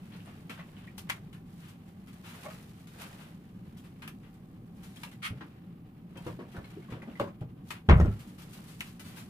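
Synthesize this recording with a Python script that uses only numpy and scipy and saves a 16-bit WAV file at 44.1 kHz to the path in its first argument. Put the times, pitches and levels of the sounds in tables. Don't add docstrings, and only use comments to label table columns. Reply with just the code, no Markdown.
import sys
import numpy as np
from scipy import signal
from scipy.fft import rfft, irfft, next_fast_len
from scipy.io import wavfile
from scipy.ndimage import uniform_filter1d, map_coordinates

SR = 44100
rng = np.random.default_rng(int(sys.argv[2]) if len(sys.argv) > 2 else 0)


def persist_wave(psi):
    counts = np.round(np.clip(psi, -1, 1) * 32767).astype(np.int16)
    wavfile.write(sys.argv[1], SR, np.atleast_2d(counts).T)


def level_to_linear(level):
    exponent = np.asarray(level, float) / 20
    return 10 ** exponent


N = 409688

# (frequency [Hz], density [dB per Hz])
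HUM = [(12, -85), (20, -17.5), (64, -18), (107, -7.5), (141, -9), (173, -2), (248, -12.5), (350, -19.5),
       (437, -25.5), (944, -46), (1010, -37.5), (1200, -35), (1560, -58), (2640, -120)]
# (frequency [Hz], density [dB per Hz])
HISS = [(350, -29), (600, 2), (669, -12), (767, 8.5), (941, -9), (3880, -48), (4960, -32), (15600, -16)]
# (frequency [Hz], correlation [0-1])
ALIKE = [(60, 0.92), (130, 1), (290, 0.98), (640, 0.4), (1400, 0.053), (3000, 0.047), (7000, 0.055),
         (15000, 0.071)]
# (frequency [Hz], density [dB per Hz])
CLOTH = [(300, -0.5), (700, 0.5), (1500, -1.5), (3000, -5.5), (5000, -17.5), (9000, -38)]
# (frequency [Hz], density [dB per Hz])
CRINKLE = [(1500, -7), (4000, -3), (6000, -6.5), (10000, -5.5), (14000, -8), (15600, -14)]
# (frequency [Hz], decay time t60 [s])
ROOM = [(150, 0.28), (1000, 0.17), (4000, 0.14), (12000, 0.15)]
# (time of the top [s], crinkle level [dB], cloth over crinkle [dB], half length [s])
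STIRS = [(0.223, -67, 5, 1), (0.82, -77, 16, 0.18), (1.148, -63, 7.5, 0.079), (1.613, -65.5, -3, 0.15),
         (2.06, -79, 7, 0.57), (2.43, -58, 3.5, 0.22), (2.54, -60.5, 2, 0.025), (2.7, -66.5, 2, 0.71),
         (.992, -62, -5, .022), (1.892, -71, 0, .06), (3.029, -53, 4, 0.075), (3.16, -61, 5.5, 0.18),
         (3.738, -76, 7.5, 0.53), (4.195, -77, 0, 1), (4.813, -65.5, 2, 0.086), (5.03, -60, 0, 0.13),
         (5.25, -88, 4, 0.066), (5.414, -74.5, 13.5, 0.25), (6.26, -62.5, 5, 0.1), (6.696, -69, 8.5, 0.45),
         (7.176, -70, 11.5, 0.13), (7.719, -56.5, -2, 0.049), (7.993, -61, -11, 0.079),
         (8.132, -66.5, 7, 0.2), (8.578, -61.5, 0, 0.4), (8.833, -61, -8, 0.13), (9.17, -61, 3, 0.2)]
# (time [s], peak level [dB], treble [dB], decay time t60 [s])
CLICKS = [(0.494, -37, -7, 0.27), (0.868, -51, -7.5, 0.064), (0.978, -46.5, 10.5, 0.11),
          (1.327, -51, -1.5, 0.24), (2.128, -63, 12, 0.042), (2.869, -55, 4, 0.25),
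          (4.019, -40.5, -8.5, 0.23), (4.075, -38.5, -2, 0.034), (4.339, -69, 9, 0.071),
          (4.831, -52.5, 4.5, 0.45), (5.032, -34, -3, 0.026), (6.159, -61, -25, .11), (6.17, -52, 6, 0.047),
          (6.264, -48.5, 1, 0.21), (6.39, -50, -30, .11), (6.563, -51, 0, 0.042), (6.643, -48, -13, 0.08),
          (6.92, -43, -17, 0.29), (7.021, -47, -11, 0.046), (7.418, -62, -15, 0.1),
          (7.7036, -29, -6.5, 0.082), (8.994, -48.5, 7.5, 0.19), (7.407, -52, -6, .04),
          (7.072, -55, -22, .07),
          (1.0905, -39, -4, 0.06),
    (1.1017, -27.5, -8, 0.052),
    (5.407, -37.5, -42, 0.14),
    (6.154, -49, -18, 0.1),
    (6.82, -66, -24, .082),
    (6.7, -54.5, 0, 0.084),
    (7.197, -30.5, -13, 0.065),
    (8.807, -37, -2.5, 0.047),
]
# (time [s], peak level [dB], treble [dB], decay time t60 [s])
RUBS = [(0.109, -53.5, -12, 0.28), (0.243, -54.5, -11, 0.38), (.572, -47, -19, 0.18),
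        (0.774, -58.5, -3, 0.17), (1.604, -55.5, -6, 0.43), (1.68, -59.5, 7.5, 0.14),
        (2.069, -55.5, -1, 0.17), (2.228, -48.5, -4, 0.41), (2.289, -53.5, 2.5, 0.17),
        (2.43, -46.5, 1, 0.064), (2.499, -45.5, -1, 0.081), (3.012, -47.5, -8, 0.18),
        (3.199, -52.5, -5, 0.19), (3.768, -63.5, 10, 0.15), (3.835, -60, 0, 0.18), (4.225, -59, -11, 0.24),
        (4.957, -54, 5, 0.11), (5.112, -50.5, -2.5, 0.11), (7.749, -47.5, -11, 0.14),
        (8.189, -56, 5.5, 0.17), (8.271, -69, 14.5, 0.14), (8.378, -55, 2.5, 0.19),
        (8.417, -50.5, 4.5, 0.084), (8.528, -54, 8.5, 0.13), (8.66, -58.5, 7, 0.34),
        (8.85, -55.5, 3.5, 0.23), (9.039, -54.5, 5.5, 0.3), (9.158, -52, 6, 0.23), (6.514, -57, 1, 0.15),
        (6.9, -49, -5, 0.13)]
# (time [s], peak level [dB], frequency [Hz], decay time t60 [s])
SQUEAKS = [(.256, -59, 8950, .05), (.262, -60, 9450, .03), (.12, -55, 3300, 0.055), (.135, -53, 4180, .04),
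           (.03, -55, 2600, 0.052), (3.78, -56, 3230, .03), (3.85, -52, 1800, .03), (4.024, -45, 1880, .03),
           (4.035, -45, 1250, .04), (4.085, -51, 1295, .05), (4.966, -49, 3300, .04),
           (5.07, -48, 2700, .05), (5.125, -51, 2000, .04), (5.412, -46, 1450, .04),
           (6.405, -42, 1095, .05), (7.035, -50, 2000, .02), (7.154, -36, 2020, 0.019),
           (7.27, -48, 1080, .06), (8.075, -46, 1350, .05), (8.11, -46, 1350, .05)]
# (time [s], peak level [dB], frequency [Hz], decay time t60 [s])
CRACKLES = [(.204, -48, 2800, .01), (.5053, -38.5, 2560, 0.011), (.7667, -49, 3000, 0.011),
            (.7797, -50, 2600, 0.01), (.8425, -53, 3200, 0.012), (.8824, -46, 2300, 0.01),
            (1.333, -50, 2820, .015), (2.449, -39, 805, 0.023), (2.457, -38, 1105, 0.039),
            (2.457, -47, 2160, .04), (2.483, -37.5, 626, 0.041), (2.508, -44, 1250, .02),
            (6.1727, -52, 4200, 0.0074), (6.273, -40, 517, 0.021), (6.27, -50, 2720, .015),
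            (6.3, -38, 1010, 0.013), (6.4525, -61, 2540, .01), (6.4964, -58, 3000, .012),
            (6.565, -42, 1490, 0.027), (6.585, -42, 690, 0.018), (6.6426, -51, 2190, 0.027),
            (6.645, -54, 4100, .02), (6.7593, -55, 2500, .01), (6.8222, -55, 2200, 0.023),
            (6.926, -44, 2500, .012), (7.0197, -38, 2000, 0.011), (7.038, -54, 1950, .015),
            (7.0781, -55, 2400, .012), (7.0991, -52, 2790, .012), (7.206, -25, 788, 0.02),
            (7.205, -40, 1480, 0.02), (7.24, -37, 1000, 0.028), (7.256, -39, 320, .03),
            (7.262, -49, 1095, 0.039), (7.275, -43.5, 1066, .04), (7.278, -48, 600, .03),
            (7.288, -57, 2100, 0.017), (.578, -48, 1580, .02), (.597, -38, 1950, 0.014),
            (.607, -47.5, 1090, 0.027), (.612, -46, 2660, .015), (.59, -44, 620, .02),
            (.275, -46, 710, 0.025), (.98, -49, 905, .025), (1.345, -54, 1720, 0.028),
            (4.083, -45, 10000, .005), (8.817, -43, 2830, .015), (8.826, -51, 2670, .015),
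            (7.029, -49, 900, .02)]
# (time [s], peak level [dB], frequency [Hz], decay time t60 [s],
# snap share [0-1])
TAPS = [(7.0735, -43, 600, 0.037, 0), (.876, -43, 1910, 0.034, 0.1), (1.098, -8.5, 1650, 0.0029, 0.27),
        (1.101, -13, 2130, 0.0046, 0.42), (1.103, -14.5, 2050, 0.0075, 0.31),
        (4.077, -40, 2640, 0.019, 0.7), (4.967, -43, 3190, 0.013, 0), (5.036, -38, 2200, 0.024, 0.3),
        (6.172, -50, 2630, 0.12, 0), (6.175, -48, 3170, 0.1, 0), (6.771, -29, 358, 0.044, 0),
        (6.885, -49, 1093, 0.08, 0.3), (7.027, -39, 700, 0.014, 0.1), (7.1975, -18, 1110, 0.023, 0.13),
        (7.199, -21, 566, 0.087, 0.07), (7.214, -14.5, 470, 0.019, 0.07), (7.707, -46, 1700, 0.013, 0.5),
        (7.711, -35, 2034, 0.039, 0.2), (8.8069, -20.5, 2650, 0.0085, 0.7), (8.8103, -17, 2110, 0.005, 0.2),
        (4.0775, -30, 12500, .003, .2), (7.201, -25.5, 346, 0.04, 0.05), (7.234, -34, 250, 0.04, 0),
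             (8.0006, -17, 150, 0.032, 0.064), (8.0123, -13, 185, 0.038, 0.065),
             (8.806, -40, 2900, 0.014, 0.24), (2.463, -33.5, 595, 0.059, 0), (5.311, -35, 125.6, 0.11, 0),
             (1.0998, -17, 1080, 0.0085, 0.022), (1.103, -26, 2810, 0.0097, 0.084),
             (8.048, -33, 133, 0.18, 0.11)]
# (frequency [Hz], width [Hz], level [dB])
LID = [(1464, 320, 13), (2110, 1740, 13.5), (2830, 620, -2), (9000, 4000, -2.5)]
# (time [s], peak level [dB], body mode [Hz], upper level [dB], decay time t60 [s])
KNOCKS = [(.269, -41, 113, 0, 0.022), (2.45, -52, 166, 7, 0.085), (5.306, -27.5, 118, -35, 0.051),
          (5.329, -37, 126, -32, 0.11), (6.263, -31.5, 114, -5, 0.11), (6.292, -33.5, 181, -14, 0.061),
          (6.387, -42, 250, -3, 0.17), (6.541, -44, 176.5, -3, 0.3), (6.578, -30.5, 114, -13, 0.041),
          (6.764, -40, 298, -32, 0.042), (6.887, -48.5, 217, -10, 0.96), (6.921, -32.5, 120, -13.5, 0.13),
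          (7.027, -37, 199, -5, 0.036), (7.073, -38.5, 240, -11, 0.15), (7.201, -28, 199, -10, 0.069),
          (7.206, -33.5, 114, -4, 0.16), (7.413, -28.5, 126, -19.5, 0.076), (.496, -42, 251, 1.5, 0.053),
          (5.411, -41.5, 297, -14, 0.074), (6.156, -53.5, 328, 3.5, 0.26)]
# (time [s], peak level [dB], frequency [Hz], decay time t60 [s])
SHUDDERS = [(7.893, -31, 250, .05), (7.9365, -18, 200, .04), (7.962, -24, 200, .05),
            (7.9995, -22.5, 327, .07), (8.05, -23, 310, 0.041), (8.07, -23, 219, .06),
            (8.085, -25, 72, .09), (6.27, -30, 338, .05), (6.394, -36.5, 400, 0.047),
            (6.779, -38.5, 422, 0.041), (6.925, -28, 150, 0.084), (7.085, -41, 210, .06)]
# (time [s], peak level [dB], frequency [Hz], decay time t60 [s])
JOSTLES = [(7.8885, -15, 1450, 0.013), (7.889, -22, 3260, 0.009), (7.8955, -22, 790, 0.014),
           (7.897, -25, 2600, .01), (7.898, -36, 4380, 0.01), (7.9025, -25, 1900, .012),
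           (7.911, -17, 1240, .015), (7.913, -35, 2400, .01), (7.92, -38, 2770, .012),
           (7.93, -28, 1400, .015), (7.941, -28, 2000, 0.013), (7.955, -35, 1390, .015),
           (7.972, -39, 1300, .015), (7.974, -40, 2000, .01), (8.0008, -26, 680, 0.012),
           (8.001, -28, 1300, .03), (8.001, -34, 2250, .015), (8.002, -53, 5200, .025),
           (8.002, -48, 5760, .03), (8.002, -50, 6640, .02), (8.011, -27, 1050, 0.019),
           (8.01, -36.5, 1870, 0.056), (8.018, -30, 537, 0.028), (8.047, -33, 804, 0.013),
           (8.048, -30, 1380, .015), (8.055, -28, 600, 0.028), (8.056, -27, 392, 0.047),
           (8.088, -38, 400, 0.039), (8.06, -37, 1390, 0.03), (8.062, -52, 3600, 0.018)]
# (time [s], level [dB], rise time [s], clatter over the shelves [dB])
SHAKES = [
    (7.8874, -27.5, 0.0022, 3.5),
    (7.895, -24.5, 0.001, 2),
    (7.999, -34, 0.00066, -7),
    (8.013, -38, 0.003, -7.5),
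    (8.056, -45.5, 0.0019, -1.5),
]
# (frequency [Hz], level over the jolt [dB], decay time t60 [s])
SHELVES = [(185, -1, 0.3), (227.3, 2.5, 0.24), (268, -25, 0.27), (310, -5, 0.15), (380, 3.5, 0.087),
           (484, 3, 0.095), (600, -7, 0.14), (724, -7, 0.055)]
# (frequency [Hz], density [dB per Hz])
CLATTER = [(200, -3), (300, -1), (600, -0.5), (1000, -6), (2000, -11), (3000, -17), (4500, -29.5),
           (7000, -38), (14000, -65)]
# (frequency [Hz], decay time t60 [s])
CLATTER_DIES = [(200, 0.18), (1000, 0.25), (3000, 0.17), (6000, 0.076), (12000, 0.15)]
# (frequency [Hz], level [dB], decay time t60 [s])
PANEL = [(31, -10, .15), (70, -1.5, .12), (85, -6, .1), (102, -10.5, .26), (131.5, -14.5, .21),
         (163, -22.5, .22)]
# (time [s], boom level [dB], push direction [+-1], cushioning [cycles])
CLOSING = [
    (7.8867, -2, 1, .94),
    (7.8973, -14, 1, .1),
    (7.9042, 5, -1, 1.2),
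]
# (time [s], boom level [dB], push direction [+-1], cushioning [cycles])
BOUNCES = [
    (8.0003, -14, 1, 0.031),
    (8.0124, -15.5, 1, 0.058),
    (8.028, -15.5, 1, 0.44),
    (8.058, -18.5, -1, 0.1),
    (8.084, -21.5, 1, 0.17),
]


def unit(x):
    return x / np.sqrt(np.mean(x ** 2) + 1e-20)


def along(points, hz):
    f, v = np.transpose(points)
    return np.interp(np.log(hz + 1), np.log(f + 1), v)


def wobble(rate):
    knots = rng.standard_normal(int(N * rate / SR) + 4)
    return map_coordinates(knots, [np.arange(N) * rate / SR])


def filtered(x, response):
    m = next_fast_len(x.shape[-1] + 4096)
    spectrum = rfft(x, m) * response(np.fft.rfftfreq(m, 1 / SR))
    return irfft(spectrum, m)[..., :x.shape[-1]]


def resonance(hz, width_hz):
    return lambda f: 1j * f * width_hz / (hz * hz - f * f + 1j * f * width_hz)


def rush(spectrum, excitation):
    bounded = [(10, -120)] + list(spectrum) + [(17000, -120)]

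    def mid_side(hz):
        turn = np.arccos(np.clip(along(ALIKE, hz), -1, 1)) / 2
        return level_to_linear(along(bounded, hz)) * [np.cos(turn), np.sin(turn)]

    mid, side = filtered(excitation, mid_side)
    return unit(np.array([mid + side, mid - side]))


def dying(decays, size, channels):
    hz, t, z = signal.stft(rng.standard_normal((channels, size)), SR, nperseg=256)
    z = z * level_to_linear(-60 * t / along(decays, hz)[:, None])
    return signal.istft(z, SR, nperseg=256)[1][:, :size]


def spread(count, size, alike):
    noise = rng.standard_normal((3, count, size))
    common, own = noise[0][:, None], noise[1:].transpose(1, 0, 2)
    return np.sqrt(alike) * common + np.sqrt(1 - alike) * own


def heard(sound, wet_db, walls_db=0):
    sound = np.atleast_2d(sound)
    tail = rush([(40, 0.023), (15600, 0.0094)], dying(ROOM, size=SR // 4, channels=2))
    tail = np.pad(tail / np.sqrt(SR / 4), ((0, 0), (round(0.003 * SR), 0)))
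    wet = signal.fftconvolve(sound, tail, axes=1)
    sides = np.array([[1], [-1]])
    late = rng.uniform(0.001524, 0.018, (7, 1, 1))
    aside = rng.uniform(-0.000418, 0.00041, (7, 1, 1)) * sides
    place = rng.normal(-0.00002, 0.00003) * sides

    def paths(f):
        echoes = np.exp(-2j * np.pi * f * (late + aside)).sum(0)
        walls = level_to_linear(walls_db) * along([(150, 0.0025), (600, 0.2)], f) * echoes
        balance = level_to_linear(along([(100, -0.33), (400, 0.51), (2500, 1.9)], f) * sides)
        return balance * (np.exp(-2j * np.pi * f * place) + walls)

    padded = np.pad(sound, ((0, 0), (0, wet.shape[1] - sound.shape[1])))
    return filtered(padded, paths) + level_to_linear(wet_db) * wet


def add(track, s, sound):
    part = track[:, round(s * SR):][:, :sound.shape[1]]
    part += sound[:, :part.shape[1]]


def small_hits(rows, wet_db, rough_db, rise_cycles=1):
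    track, t = np.zeros((2, N)), np.arange(SR // 16) / SR
    times = [row[0] for row in rows]
    first = min(times)
    source = np.zeros((1, round((max(times) - first) * SR) + len(t)))
    for s, db, hz, t60 in rows:
        chatter_db = rough_db * unit(uniform_filter1d(rng.standard_normal(len(t)), size=40))
        rise = 1 - np.exp(-t * hz / rise_cycles)
        mode = level_to_linear(db + chatter_db - 60 * t / t60) * np.sin(2 * np.pi * hz * t) * rise
        add(source, s - first, mode[None])
    add(track, first, heard(source, wet_db=wet_db, walls_db=-14))
    return track


def refrigerator_and_air():
    hum = level_to_linear(-48.5 + wobble(5.1)) * rush(HUM, rng.standard_normal((2, N)))
    return hum + level_to_linear(-71) * rush(HISS, rng.standard_normal((2, N)))


def rustle():
    top_s, crinkle_db, over_db, half_s = np.transpose(STIRS)[:, :, None]
    t = np.arange(0, N + 100, 100) / SR
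    swell_db = crinkle_db - 11.5 * np.abs((t - top_s) / half_s) ** 1.44

    def total(db, rest_db):
        power = (level_to_linear(db) ** 2).sum(0) + level_to_linear(rest_db) ** 2
        return np.interp(np.arange(N) / SR, t, np.sqrt(power))

    lumps_db = 1.3 * wobble(40)
    cloth = unit(level_to_linear(lumps_db + 1.7 * wobble(150)) * rush(CLOTH, rng.standard_normal((2, N))))
    crinkle = unit(level_to_linear(lumps_db + 2.2 * wobble(300)) * rush(CRINKLE, rng.standard_normal((2, N))))
    return total(swell_db + over_db, rest_db=-69.5) * cloth + total(swell_db, rest_db=-82) * crinkle


def squeaks():
    return small_hits(SQUEAKS, wet_db=-1, rough_db=5.0, rise_cycles=9)


def crackles():
    return small_hits(CRACKLES, wet_db=-1.5, rough_db=5.0)


def clicks_and_rubs():
    track, t = np.zeros((2, N)), np.arange(SR // 3) / SR
    bursts = [(*row, 0.0027) for row in CLICKS]
    bursts += [(*row, 0.044 * row[-1]) for row in RUBS]
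    for s, db, treble_db, t60, rise in bursts:
        grit = spread(count=3, size=len(t), alike=0.4)
        lower = unit(filtered(grit[0], lambda f: resonance(1250, 1700)(f) ** 3))
        upper = unit(filtered(grit[1], lambda f: resonance(2600, 2200)(f) ** 3))
        edge = unit(filtered(grit[2], lambda f: level_to_linear(along(CRINKLE, f))))
        crack = 6.9 * level_to_linear(-60 * t / 0.019)
        shape = (level_to_linear(-60 * t / t60) + crack) * (1 - np.exp(-t / rise)) ** 2
        body = lower + level_to_linear(0.23 * treble_db) * upper + level_to_linear(treble_db) * edge
        add(track, s, heard(level_to_linear(db - 8.5) * shape / shape.max() * body, wet_db=-2.0))
    return track


def taps():
    track, t = np.zeros((2, N)), np.arange(SR // 5) / SR

    def snap_response(f):
        notch = 1 - 0.67 * resonance(4900, 3000)(f)
        return resonance(2000, 6000)(f) * resonance(3500, 9000)(f) * notch

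    snap = filtered(1.0 * (t == 0), snap_response)
    snap = snap / snap.max()
    for s, db, hz, t60, share in TAPS:
        ring = level_to_linear(-60 * t / t60) * np.sin(2 * np.pi * hz * t) * (1 - np.exp(-t * hz))
        add(track, s, heard(level_to_linear(db) * (ring - 1.7 * share * snap), wet_db=-9, walls_db=-10))
    return track


def lid_scrape():
    track, t = np.zeros((2, N)), np.arange(SR // 3) / SR
    rise_s, hold_s, t60 = 0.022, 0.031, 0.045
    grain_db = 2.2 * unit(uniform_filter1d(rng.standard_normal(len(t)), size=90))
    grains = level_to_linear(grain_db) * spread(count=1, size=len(t), alike=0.27)[0]
    lid = lambda f: sum(level_to_linear(db) * resonance(hz, width_hz)(f) ** 2 for hz, width_hz, db in LID)
    release = level_to_linear(-60 * np.maximum(t - rise_s - hold_s, 0) / t60)
    shape = np.minimum(t / rise_s, 1) * release
    add(track, 5.218, heard(level_to_linear(-38) * shape * unit(filtered(grains, lid)), wet_db=-2))
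    return track


def knocks():
    track, t = np.zeros((2, N)), np.arange(SR // 3) / SR
    for s, db, low_hz, upper_db, t60 in KNOCKS:
        grit = rng.standard_normal((3, len(t)))
        murmur = unit(filtered(grit[0], lambda f: resonance(280, 250)(f) ** 2))
        low = np.sin(2 * np.pi * low_hz * t) + level_to_linear(0.33 * upper_db - 3.5) * murmur
        high = unit(filtered(grit[1], lambda f: resonance(555, 170)(f) ** 2))
        walls = 0.94 * unit(filtered(grit[2], lambda f: resonance(900, 1200)(f) ** 2))
        shape = level_to_linear(-60 * t / t60) * (1 - np.exp(-t / 0.0015))
        builds = 1 - np.exp(-t / 0.006)
        body = low + level_to_linear(upper_db - 3.5) * builds * (high + walls)
        add(track, s, heard(level_to_linear(db + 1.0) * shape * body, wet_db=-4.0))
    return track


def cabinet_shudders():
    return small_hits(SHUDDERS, wet_db=-12, rough_db=0.2, rise_cycles=0.67)


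def jostled_jars():
    return small_hits(JOSTLES, wet_db=-8.0, rough_db=2.5)


def door_shelves():
    track, t = np.zeros((2, N)), np.arange(SR * 3 // 4) / SR
    hz, level_db, t60 = np.transpose(SHELVES)[:, :, None]
    for s, db, rise, clatter_db in SHAKES:
        scatter_db, phase = rng.normal(0, 2.43, (2, len(SHELVES), 1))
        modes = level_to_linear(level_db + scatter_db - 60 * t / t60) * np.sin(2 * np.pi * hz * t + phase)
        rattle = [[1, 0.35], [1, -0.51]] @ dying(CLATTER_DIES, size=len(t), channels=2)
        lumps_db = 3.5 * unit(uniform_filter1d(rng.standard_normal(len(t)), size=200))
        clatter = filtered(rattle * level_to_linear(lumps_db), lambda f: level_to_linear(along(CLATTER, f)) * (f > 200))
        clatter = level_to_linear(clatter_db) * clatter / np.std(clatter[:, :SR // 50])
        jolt = level_to_linear(db) * (modes.sum(0) + clatter) * (1 - np.exp(-t / rise))
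        add(track, s, heard(jolt, wet_db=-12.0))
    return track


def door():
    track, t = np.zeros((2, N)), np.arange(SR // 2) / SR
    hz, level_db, t60 = np.transpose(PANEL)[:, :, None]
    for s, boom_db, push, cushion in CLOSING + BOUNCES:
        swell = 1 - np.exp(-t * hz / cushion)
        modes = level_to_linear(level_db - 60 * t / t60) * np.cos(2 * np.pi * hz * t) * swell
        add(track, s, heard(level_to_linear(boom_db) * push * modes.sum(0), wet_db=-9.0))
    return track


def scene():
    background = refrigerator_and_air() + rustle()
    handling = squeaks() + crackles() + clicks_and_rubs() + taps() + lid_scrape() + knocks()
    shutting = cabinet_shudders() + jostled_jars() + door_shelves() + door()
    return background + handling + shutting


def low_pass(x):
    return signal.sosfilt(signal.butter(12, 16530, fs=SR, output="sos"), x)


def record(dry):
    lag_s = np.array([[0.00018], [0]])
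    ports = filtered(dry, lambda f: (f < 15560) * np.exp(-2j * np.pi * f * lag_s))
    return low_pass(ports)


dry = scene()
out = record(dry)
persist_wave(out)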